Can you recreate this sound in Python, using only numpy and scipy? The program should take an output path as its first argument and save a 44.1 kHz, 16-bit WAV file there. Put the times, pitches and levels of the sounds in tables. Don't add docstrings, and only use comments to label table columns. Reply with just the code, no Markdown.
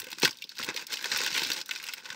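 import sys
import numpy as np
from scipy import signal
from scipy.fft import rfft, irfft
from scipy.io import wavfile

SR = 44100
rng = np.random.default_rng(int(sys.argv[2]) if len(sys.argv) > 2 else 0)


def master_out(mix):
    frames = np.transpose(np.atleast_2d(mix))
    ceiling = np.clip(frames, -1, 1)
    pcm = np.round(ceiling * 32767).astype(np.int16)
    wavfile.write(sys.argv[1], SR, pcm)


def ratio(d):
    e = np.asarray(d, float) / 20
    return 10 ** e


N = 94815

# frequency [Hz], level [dB per Hz].
QUIET_COLOUR = [
    (25, -23),
    (60, -12.5),
    (240, 2),
    (810, -28.5),
    (1900, -26),
    (4000, -29),
    (10000, -26),
    (16000, -36),
]
# frequency [Hz], level [dB per Hz].
PAPER_COLOUR = [
    (300, -19),
    (700, -13.5),
    (1500, -5),
    (5500, 5),
    (9000, -8),
    (10200, -17),
    (13000, -8),
    (16000, -7.5),
]
# frequency [Hz], width [Hz], lift [dB].
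CABIN_RESONANCES = [(686.5, 117, -13), (867, 37, 3.5), (1500, 144, 9.5), (2120, 44, 0), (2590, 46, 3.5),
                    (3714, 290, 2.5), (5400, 170, -1), (1282, 278, -7.5), (2660, 160, 1)]
# frequency [Hz], time to fall 60 dB [s].
CABIN_DECAY = [
    (300, 0.092),
    (800, 0.067),
    (2000, 0.059),
    (14000, 0.036),
]
# time [s], level [dB], share of low rustle [dB].
HAND_EFFORT = [(0, -53, 5), (0.174, -52.5, -4), (0.255, -25, -3), (0.345, -59.5, -0.5), (0.547, -55, -8),
               (0.603, -40, 0), (.71, -51.5, 12.5), (0.727, -52, 6), (0.81, -40, 0.5), (0.86, -63, 6),
               (0.928, -34, -5), (1.0, -43.5, 0), (1.13, -34, -0.5), (1.584, -36.5, -3), (1.648, -60, 3),
               (1.72, -44, -3), (2.03, -50, 0), (2.15, -49, 6.5)]
# start [s], peak [dB], pitch [Hz].
SHEET_FLAPS = [(0.028, -48, 487), (0.067, -42, 474), (0.125, -49, 310), (0.126, -37.5, 1120),
               (0.174, -50, 360), (0.2302, -21, 400), (0.229, -40.5, 135), (0.232, -23, 826),
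               (0.236, -30.5, 310), (0.28, -48.5, 148), (0.63, -51, 130), (1.136, -48, 119),
               (1.49, -52, 121), (0.002, -55, 99), (0.273, -40.5, 300), (0.275, -31, 980),
               (0.447, -50.5, 357), (0.597, -30, 950), (0.597, -44, 245), (0.683, -34.5, 352),
               (0.747, -42, 485), (0.925, -45.5, 367), (1.023, -46, 552), (1.053, -32, 890),
               (1.055, -43, 470), (1.113, -47, 336), (1.118, -38, 880), (1.14, -40.5, 477),
               (1.202, -35, 1050), (1.204, -37, 410), (1.319, -45.5, 252), (1.375, -44, 880),
               (1.417, -30.5, 860), (1.417, -38.5, 375), (1.462, -44.5, 318), (1.5, -39.5, 477),
               (1.57, -47, 350), (2.075, -54, 476), (2.099, -55, 170), (2.13, -53.5, 255)]
# start [s], peak [dB], panel pitch [Hz], bright fizz [dB below peak].
TEAR_SNAPS = [(0.0004, -25, 1780, -3.5), (0.0179, -29, 2800, -8), (0.0419, -31, 3860, -7.5),
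              (0.0683, -33, 2350, -12), (0.1027, -35.5, 2230, -3.5), (0.1156, -30, 4070, -6.5),
              (0.1286, -26, 4000, -12.5), (0.1842, -26, 1470, -17), (0.198, -33.5, 5370, -0.5),
              (0.2198, -21, 3960, -12), (0.2288, -12.5, 4640, -17), (0.2331, -10.5, 2220, -21),
              (0.249, -6, 4900, -18), (0.2534, -10.5, 1820, -18), (0.2762, -19.5, 2730, -12),
              (0.309, -24.5, 6600, -19)]
# start [s], peak [dB], panel pitch [Hz], bright fizz [dB below peak].
PAUSE_TICKS = [(0.3282, -36, 4970, -19), (0.3703, -36, 7000, -12), (0.3863, -37.5, 2830, -23),
               (0.414, -42, 4000, -35), (0.4213, -26, 2690, -44), (0.4401, -25, 5700, -29),
               (0.492, -28, 6400, -30), (0.502, -54, 5800, -29), (0.529, -61, 6000, -19),
               (0.5532, -37.5, 4260, -14), (0.5643, -40, 5300, -21), (0.5828, -25, 5400, -28)]
# start [s],
# peak [dB], panel pitch [Hz], bright fizz [dB below peak].
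HANDLING_SNAPS = [(0.588, -27.5, 1510, -8.5), (0.627, -20.5, 4000, -20), (0.6335, -23, 3270, -15),
                  (0.6441, -24, 5400, -10), (0.6635, -39, 1780, 0), (0.6874, -22, 1500, -41),
                  (0.7002, -28, 1670, -23), (0.7422, -28, 3770, -15.5), (0.7622, -20.5, 4300, -16.5),
                  (0.7724, -22, 3570, -23.5), (0.8152, -39, 2320, -10), (0.8668, -28, 6750, -8.5),
                  (0.903, -32, 2560, -30), (0.929, -21.5, 4660, -13), (0.9382, -19, 6400, -20),
                  (0.97, -24, 3650, -16), (0.991, -31, 2800, -34), (1.025, -28.5, 1490, -11),
                  (1.042, -19.5, 3000, -16.5), (1.0559, -18, 1300, -22), (1.1003, -42, 2500, -30),
                  (1.1158, -15.5, 3350, -25), (1.1217, -17.5, 1580, -38), (1.1456, -19.5, 1700, -38),
                  (1.1604, -14, 1740, -38), (1.1726, -28.5, 5300, 0.5), (1.186, -19.5, 4840, -22),
                  (1.2034, -18, 1650, -37), (1.2136, -18.5, 1600, -17), (1.2336, -20.5, 2350, -26),
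                  (1.2623, -18, 2080, -14), (1.279, -22.5, 2810, -37), (1.298, -32, 3950, -32),
                 (1.3477, -16.5, 2750, -24), (1.3628, -16, 2970, -20), (1.3764, -15, 2800, -15),
                 (1.3929, -21, 4180, -17), (1.4177, -20, 2600, -19), (1.4332, -21.5, 5300, -7.5),
                 (1.4687, -23, 3990, -13), (1.5013, -17.5, 2700, -14.5), (1.5161, -15, 5400, -20.5),
                 (1.5748, -29, 1600, -33), (1.6127, -22.5, 6700, -21), (1.6586, -33.5, 6400, -5.5),
                  (1.6908, -24.5, 1630, -27), (1.7098, -18.5, 2770, -19), (1.75, -30, 5800, -32),
                  (1.7586, -24, 2590, -23), (1.799, -28.5, 2350, -20), (1.8266, -31.5, 1520, -11),
                  (1.8383, -27.5, 2830, -9.5), (1.8659, -28, 2920, -12), (1.886, -22, 1630, -22),
                  (1.925, -30, 3830, -20), (1.935, -22, 3300, -10), (1.979, -30.5, 1910, -28),
                  (2.045, -36, 4260, -21), (2.0583, -30, 1590, -20), (2.1019, -24, 2340, -23),
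                  (2.1265, -28, 1440, -19),
                  (0.291, -39, 3000, -34), (0.517, -36, 1370, -43), (0.611, -33, 2740, -17),
                (0.801, -37, 4000, -25), (0.842, -42, 1350, -42), (0.9219, -27.5, 1620, -34),
                (0.948, -51, 2500, -24), (1.2453, -20.5, 3720, -17), (1.3144, -28, 2520, -18),
                (1.3275, -19.5, 3970, -27), (1.345, -28, 2500, -28), (1.43, -24, 2980, -17),
                (1.461, -29, 1550, -22), (1.531, -28, 5550, -4), (1.5422, -28, 2580, -15),
                (1.565, -28, 3000, -25), (1.682, -46, 7000, 0), (1.734, -55, 5800, -22),
                (1.7752, -32, 5830, -17), (2.054, -32.5, 3550, -40), (1.876, -28, 1980, -20),
                (1.891, -27, 1960, -25)]

SPAN = 8192
SPOTS = 24
PANEL_FLOOR = 0.48
RUSTLE_LOW_HZ, RUSTLE_HZ = 176, 1050


def rms_one(x):
    return x / np.sqrt(np.mean(x ** 2) + 1e-20)


def peak_one(x):
    return x / np.abs(x).max(axis=-1, keepdims=True)


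def filtered(x, order, hz, kind):
    return signal.sosfilt(signal.butter(order, hz, kind, fs=SR, output="sos"), x)


def at_hz(points, hz):
    table_hz, value = np.array(points).T
    return np.interp(np.log(hz + 1), np.log(table_hz), value)


def causal(db):
    cepstrum = irfft(db * np.log(10) / 20)
    cepstrum[1:SPAN // 2] *= 2
    cepstrum[SPAN // 2 + 1:] = 0
    return irfft(np.exp(rfft(cepstrum)))[:SPAN // 2]


def ring(x, hz, cycles):
    r = ratio(-60 * hz / (cycles * SR))
    w = 2 * np.pi * min(hz, 0.45 * SR) / SR
    return signal.lfilter([0, np.sin(w)], [1, -2 * r * np.cos(w), r * r], x + 1e-18)


def burst(rise_s, t60_s, size):
    t = np.arange(size) / SR
    return (1 - np.exp(-t / rise_s)) ** 2 * ratio(-60 * t / t60_s)


def quiet():
    hz = np.arange(SPAN // 2 + 1) * SR / SPAN
    hush = signal.fftconvolve(rng.standard_normal(N + SPAN), causal(at_hz(QUIET_COLOUR, hz)))
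    return ratio(-72) * rms_one(hush[SPAN:SPAN + N])


def cabin():
    hz = np.arange(SPAN // 2 + 1) * SR / SPAN
    t = np.arange(SPAN) / SR
    colour_db = at_hz(PAPER_COLOUR, hz)
    for f, width, lift in CABIN_RESONANCES:
        colour_db = colour_db + lift * np.exp(-((hz - f) / width) ** 2)
    white = rng.standard_normal((SPOTS, SPAN))
    tail = np.zeros((SPOTS, SPAN))
    for lo in 50 * 2. ** np.arange(9):
        band = filtered(white, 2, [lo, min(2 * lo, 20000)], "band")
        tail += band * ratio(-60 * t / at_hz(CABIN_DECAY, 1.4 * lo))
    reflections_db = -3.5
    energy = np.sum(tail ** 2, axis=1, keepdims=True)
    tail = ratio(reflections_db) * tail * (t > 0.001) / np.sqrt(energy)
    tail[:, 0] = 1
    return signal.fftconvolve(tail, [causal(colour_db)], axes=1)[:, :SPAN]


def crackle(room):
    crackles_per_s, clumps_per_s, crackle_t60_s = 1000, 50, 0.0085
    s, effort_db, low_db = np.transpose(HAND_EFFORT)
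    t = np.arange(N) / SR
    effort = ratio(np.interp(t, s, effort_db))
    low_share_db = np.interp(t, s, low_db)

    r = np.exp(-2 * np.pi * clumps_per_s / SR)
    wander = signal.lfilter([1], [1, -2 * r, r * r], rng.standard_normal(N + 4000))[4000:]
    clump = ratio(2.72 * rms_one(wander))
    sizes = ratio(3.8 * np.minimum(rng.exponential(1, N), 2.62))
    pops = sizes * (rng.random(N) < crackles_per_s / SR) + 1e-18

    dealt = rng.integers(0, SPOTS, N) == np.arange(SPOTS)[:, None]
    each = signal.lfilter([1], [1, -ratio(-60 / (crackle_t60_s * SR))], pops * dealt)
    each = clump * (ratio(6) * rms_one(each) + 1) * rng.standard_normal((SPOTS, N))

    pitches = np.geomspace(1200, 16000, SPOTS)
    grains = np.array([filtered(ring(x, hz, cycles=3.1), 2, PANEL_FLOOR * hz, "high") * hz ** 0.28
                       for x, hz in zip(each, pitches)])
    grains /= np.std(signal.fftconvolve(grains, room, axes=1).sum(0))
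    grains[pitches < 2500] *= ratio(low_share_db)

    rustle = filtered(each, 2, [RUSTLE_LOW_HZ, RUSTLE_HZ], "band")
    rustle *= ratio(low_share_db - 4.5) / np.std(signal.fftconvolve(rustle, room, axes=1).sum(0))
    return signal.fftconvolve(effort * (grains + rustle), room, axes=1).sum(0)[:N]


def flaps(room):
    flap_cycles, rise_s, push = 4.6, 0.0018, 0.72
    out = np.zeros(N + SPAN)
    for k, (s, db, hz) in enumerate(SHEET_FLAPS):
        air = (rng.standard_normal(2048) + push) * burst(rise_s, flap_cycles / hz, size=2048)
        puff = filtered(ring(air, hz, flap_cycles), 2, RUSTLE_HZ, "low")
        puff = filtered(puff, 3, 0.64 * hz, "high")
        i = int(s * SR)
        heard = signal.fftconvolve(puff, room[k % SPOTS])[:SPAN]
        out[i:i + SPAN] += ratio(db + 3.5) * peak_one(heard)
    return out[:N]


def snaps(room):
    snap_t60_s, sudden_s, peel_s = 0.016, 0.0001, 0.00078
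    panel_cycles, panel_db = 2.27, -2.5
    fizz_hz, fizz_lift_db = 7960, 6.5
    deeper_per_db, small_snap_db, deepest_hz = 3.4, -24, 1070
    sudden = TEAR_SNAPS + PAUSE_TICKS
    rows = sudden + HANDLING_SNAPS
    out = np.zeros(N + SPAN)
    for k, row in enumerate(rows):
        s, db, hz, fizz_db = row
        fibres = rng.standard_normal((2, 1024))
        rise_s = sudden_s if row in sudden else peel_s
        crease, bright = fibres * burst(rise_s, snap_t60_s, size=1024)
        floor_hz = PANEL_FLOOR * hz * ratio(deeper_per_db * min(small_snap_db - db, 0))
        crease = filtered(crease, 3, max(floor_hz, deepest_hz), "high")
        panel = ring(crease, hz, panel_cycles)
        body = rms_one(crease) + ratio(panel_db) * rms_one(panel)
        body = filtered(body, 4, fizz_hz, "low")
        if row in PAUSE_TICKS:
            tick = rms_one(fibres[0] * burst(sudden_s, snap_t60_s, size=1024))
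            body = filtered(tick + body, 8, 2350, "high")
        fizz = filtered(bright, 4, fizz_hz, "high")
        heard = signal.fftconvolve([body, fizz], [room[k % SPOTS]], axes=1)[:, :SPAN]
        body, fizz = peak_one(heard)
        i = int(s * SR)
        out[i:i + SPAN] += ratio(db) * (body + ratio(fizz_db + fizz_lift_db) * fizz)
    return out[:N]


def scene():
    room = cabin()
    return (crackle(room) + flaps(room) + snaps(room))[None]


def low_pass(x):
    return signal.sosfilt(signal.butter(12, 17020, fs=SR, output="sos"), x)


def record(dry):
    mic = filtered(dry, 3, 118, "high") + quiet()
    top_cut = signal.cheby2(24, 60, 15980, fs=SR, output="sos")
    mix = signal.sosfilt(top_cut, mic)
    return low_pass(mix)


dry = scene()
out = record(dry)
master_out(out)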